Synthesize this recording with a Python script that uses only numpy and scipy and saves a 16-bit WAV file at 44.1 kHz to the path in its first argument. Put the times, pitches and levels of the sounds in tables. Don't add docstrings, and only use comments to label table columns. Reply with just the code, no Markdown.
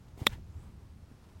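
import sys
import numpy as np
from scipy import signal
from scipy.fft import rfft, irfft, next_fast_len
from scipy.io import wavfile
from scipy.ndimage import map_coordinates

SR = 44100
rng = np.random.default_rng(int(sys.argv[2]) if len(sys.argv) > 2 else 0)


def wrap_up_sound(samples):
    columns = np.atleast_2d(samples).T
    tamed = np.clip(columns, -1, 1)
    steps = np.round(tamed * 32767).astype(np.int16)
    wavfile.write(sys.argv[1], SR, steps)


N = 61739
TOP_HZ = 15800
STRIKE_S = .26696

# frequency in Hz, level in dB, t60 in seconds.
KNOCK_MODES = [(211, -31.5, 0.0728), (462, -14.4, 0.0094), (582, -24.3, 0.032), (913, -13.5, 0.0088),
               (1125, -13.9, 0.0141), (1358, -13.4, 0.0121), (1882, -8.8, 0.0117), (2039, -5.6, 0.0064),
               (2603, -7.3, 0.0061)]
# frequency in Hz, level in dB, t60 in seconds.
RING_MODES = [(2808, -20.9, .0105), (3430, -11.7, .019), (3666, -8.2, .0163), (4008, -25.8, .0136),
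              (5100, -26, .0118), (5408, -23.6, .0098), (5659, -19, .007), (7590, -19.5, .0067),
              (9013, -27.5, .0091), (9250, -21, .0062), (11850, -24.5, .0094), (12680, -21.5, .0075)]
# frequency in Hz, density in dB per Hz.
RASP_COLOUR = [(1500, -22), (2900, -16), (3150, -2), (3800, 0), (4200, -6), (4600, -20), (9000, -32)]
# frequency in Hz, density in dB per Hz.
CRACK_COLOUR = [(200, -3), (1500, 0), (2700, 2), (4000, 1), (6500, -2.5), (9700, 0), (10900, -9),
                (12600, 0), (14200, -1), (15500, -8)]
# frequency in Hz, density in dB per Hz.
DOWNSWING_COLOUR = [(100, -1), (220, 0), (400, -1.5), (550, -7), (750, -3.5), (1000, -9), (1300, -20),
                    (2100, -14.5), (3800, -24), (15500, -38)]
# frequency in Hz, density in dB per Hz.
FIZZ_COLOUR = [(1000, -14), (4000, 1.5), (10000, -1.5), (15500, -4)]
# frequency in Hz, density in dB per Hz.
WHIP_COLOUR = [(150, 1), (260, 4), (450, -3), (680, -6), (900, 4), (1170, -6), (1900, 0), (3000, -5),
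               (5000, -14), (8000, -21.5), (15500, -29)]
# start in seconds, frequency in Hz, level in dB, rise constant in seconds, t60 in seconds.
THUMPS = [(.1765, 300, -32.5, .0005, .012), (.2155, 100, -17, .003, .037), (.2168, 250, -32.5, .001, .02),
          (.2675, 150, -27.5, .0005, .026), (.294, 65, -29, .003, .07), (.383, 600, -44, .0006, .012),
          (.551, 78, -32, .003, .12), (.725, 72, -41, .004, .1), (1.026, 80, -36.5, .003, .08),
          (1.114, 230, -39.5, .0005, .024), (1.1205, 105, -38.5, .001, .055), (1.354, 88, -39, .0015, .11)]
# time in seconds, centre in Hz, level in dB.
SWISH_PATH = [(.44, 6700, -85), (.54, 7000, -80), (.63, 8200, -75), (.70, 8300, -89)]
# peak time in seconds, level in dB.
TICKS = [(.085, -67), (1.241, -67), (1.291, -70)]
# frequency in Hz, density in dB per Hz.
TICK_COLOUR = [(1500, -8), (3800, 0), (7000, -10), (15500, -20)]
# time in seconds, level in dB.
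WIND_LEVEL = [(0, -52), (.08, -55), (.17, -52), (.26, -50), (.305, -44.5), (.39, -44.5), (.46, -49),
              (.50, -47.5), (.535, -54), (.59, -47), (.63, -50.5), (.68, -49.5), (.74, -49), (.79, -53),
              (.85, -50.5), (.92, -54), (.965, -50.5), (1.0, -54), (1.08, -57), (1.3, -56.5), (1.4, -54.5)]
# frequency in Hz, density in dB per Hz.
WIND_COLOUR = [(20, -12), (50, -1.5), (80, 2), (130, -5), (200, -12.5), (300, -20), (420, -29), (600, -38),
               (1200, -60)]
# time in seconds, level in dB.
BREEZE_LEVEL = [(0, -69), (.08, -67), (.45, -71), (.55, -65.5), (.65, -65), (.74, -68), (.83, -67),
                (.95, -71), (1.05, -68.5), (1.25, -66), (1.4, -67)]
# frequency in Hz, density in dB per Hz.
BREEZE_COLOUR = [(150, -10), (340, 7), (550, 0), (1000, -1), (1600, -8), (2600, -14), (5000, -25)]
# time in seconds, level in dB.
AIR_LEVEL = [(0, -65), (.17, -65), (.45, -65.5), (.63, -63), (.75, -65.3), (1.0, -65.3), (1.25, -63.7),
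             (1.4, -63.7)]
# frequency in Hz, density in dB per Hz.
AIR_COLOUR = [(100, 10), (210, 12.5), (400, 1), (600, -3), (950, -2), (1500, -7), (3000, -10.2),
              (5400, -11), (7000, -15.7), (12000, -20.3), (13500, -26), (15500, -30)]


def strike():
    return knock() + ring() + rasp() + crack() + scrape()


def knock():
    sound = np.zeros(N)
    for k, (hz, level_db, t60_s) in enumerate(KNOCK_MODES):
        sound += (-1) ** k * mode(STRIKE_S, hz, level_db, rise_s=.00023, t60_s=t60_s)
    for dip_hz in (1604, 2869):
        b, a = signal.iirnotch(dip_hz, Q=8, fs=SR)
        sound = signal.lfilter(b, a, sound)
    return sound


def ring():
    lag_s, rise_s = .00179, .00036
    return sum(mode(STRIKE_S + lag_s, hz, level_db, rise_s, t60_s) for hz, level_db, t60_s in RING_MODES)


def rasp():
    return burst(peak_s=.273, level_db=-37, rise_s=.03, t60_s=.03) * noise(RASP_COLOUR)


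def crack():
    return burst(peak_s=.269, level_db=-24.3, rise_s=.0105, t60_s=.007) * noise(CRACK_COLOUR)


def scrape():
    return burst(peak_s=.273, level_db=-38, rise_s=.034, t60_s=.026) * noise(CRACK_COLOUR)


def swing():
    downswing = rush(DOWNSWING_COLOUR, start_s=.166, rise_s=.042, hold_s=.018, t60_s=.17, level_db=-48.6)
    fizz = rush(FIZZ_COLOUR, start_s=.17, rise_s=.011, hold_s=.148, t60_s=.2, level_db=-64.5)
    whip = burst(peak_s=.334, level_db=-49.5, rise_s=.145, t60_s=.12) * noise(WHIP_COLOUR)
    thumps = sum(mode(*row) for row in THUMPS)
    return downswing + fizz + whip + thumps


def divot():
    return burst(peak_s=.293, level_db=-58.5, rise_s=.06, t60_s=.34) * grains(per_s=900)


def grains(per_s):
    centre_hz, log_pitch_spread, cycles, level_spread_db = 3400, .6, 4, 22
    count = int(per_s * N / SR)
    place, loudness = np.hsplit(rng.random((count, 2)), 2)
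    hz = centre_hz * np.exp(log_pitch_spread * rng.standard_normal((count, 1)))
    hz = np.minimum(hz, TOP_HZ)
    t = np.arange(SR // 250) / SR
    snaps = amp(level_spread_db * loudness) * np.sin(2 * np.pi * hz * t) * fade(t, cycles / hz)
    at = (place * N).astype(int) + np.arange(len(t))
    return unit(np.bincount(at.ravel(), snaps.ravel(), N)[:N])


def follow_through():
    half_width_hz = 900
    hz, level_db = curves(SWISH_PATH)
    band = filtered(rng.standard_normal(N), lambda f: 1 / (1 + (f / half_width_hz) ** 2))
    carrier = np.cos(2 * np.pi * np.cumsum(hz) / SR)
    return amp(level_db) * unit(band * carrier)


def rustle():
    swells = sum(burst(peak_s, level_db, rise_s=.015, t60_s=.04) for peak_s, level_db in TICKS)
    return swells * noise(TICK_COLOUR)


def outdoors():
    wind_db, = curves(WIND_LEVEL)
    breeze_db, = curves(BREEZE_LEVEL)
    air_db, = curves(AIR_LEVEL)
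    waver_db = 1.1 * wobble(knots_per_s=25)
    breeze = amp(breeze_db + waver_db) * noise(BREEZE_COLOUR)
    wind = amp(wind_db) * noise(WIND_COLOUR)
    air = amp(air_db) * noise(AIR_COLOUR)
    return wind + breeze + air


def mode(start_s, hz, level_db, rise_s, t60_s):
    t = np.maximum(clock() - start_s, 0)
    soft_start = (1 - np.exp(-t / rise_s)) ** 2
    return amp(level_db) * np.sin(2 * np.pi * hz * t) * soft_start * fade(t, t60_s)


def burst(peak_s, level_db, rise_s, t60_s):
    return amp(level_db) * fade(peak_s - clock(), rise_s) * fade(clock() - peak_s, t60_s)


def rush(colour, start_s, rise_s, hold_s, t60_s, level_db):
    t = clock() - start_s
    envelope = np.clip(t / rise_s, 0, 1) * fade(t - rise_s - hold_s, t60_s)
    grit_db = 1.8 * wobble(knots_per_s=400)
    return amp(level_db) * envelope * unit(amp(grit_db) * noise(colour))


def noise(colour):
    f, db = np.transpose(colour)
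    shaped = filtered(rng.standard_normal(N), lambda hz: amp(np.interp(np.log(hz + 1), np.log(f + 1), db)))
    return unit(shaped)


def wobble(knots_per_s):
    return map_coordinates(rng.standard_normal(N // 20), [clock() * knots_per_s])


def fade(t, t60_s):
    return np.exp(-np.log(1000) * np.maximum(t, 0) / t60_s)


def filtered(x, response):
    m = next_fast_len(N + SR // 2)
    return irfft(rfft(x, m) * response(np.fft.rfftfreq(m, 1 / SR)), m)[:N]


def curves(rows):
    s, *columns = np.transpose(rows)
    return [np.interp(clock(), s, column) for column in columns]


def clock():
    return np.arange(N) / SR


def unit(x):
    return x / np.sqrt(np.mean(x ** 2) + 1e-20)


def amp(db):
    return 10 ** (np.asarray(db) / 20)


def scene():
    return (strike() + swing() + divot() + follow_through() + rustle() + outdoors())[None]


def record(dry):
    return np.array([filtered(x, lambda hz: hz < TOP_HZ) for x in dry])


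dry = scene()
out = record(dry)
wrap_up_sound(out)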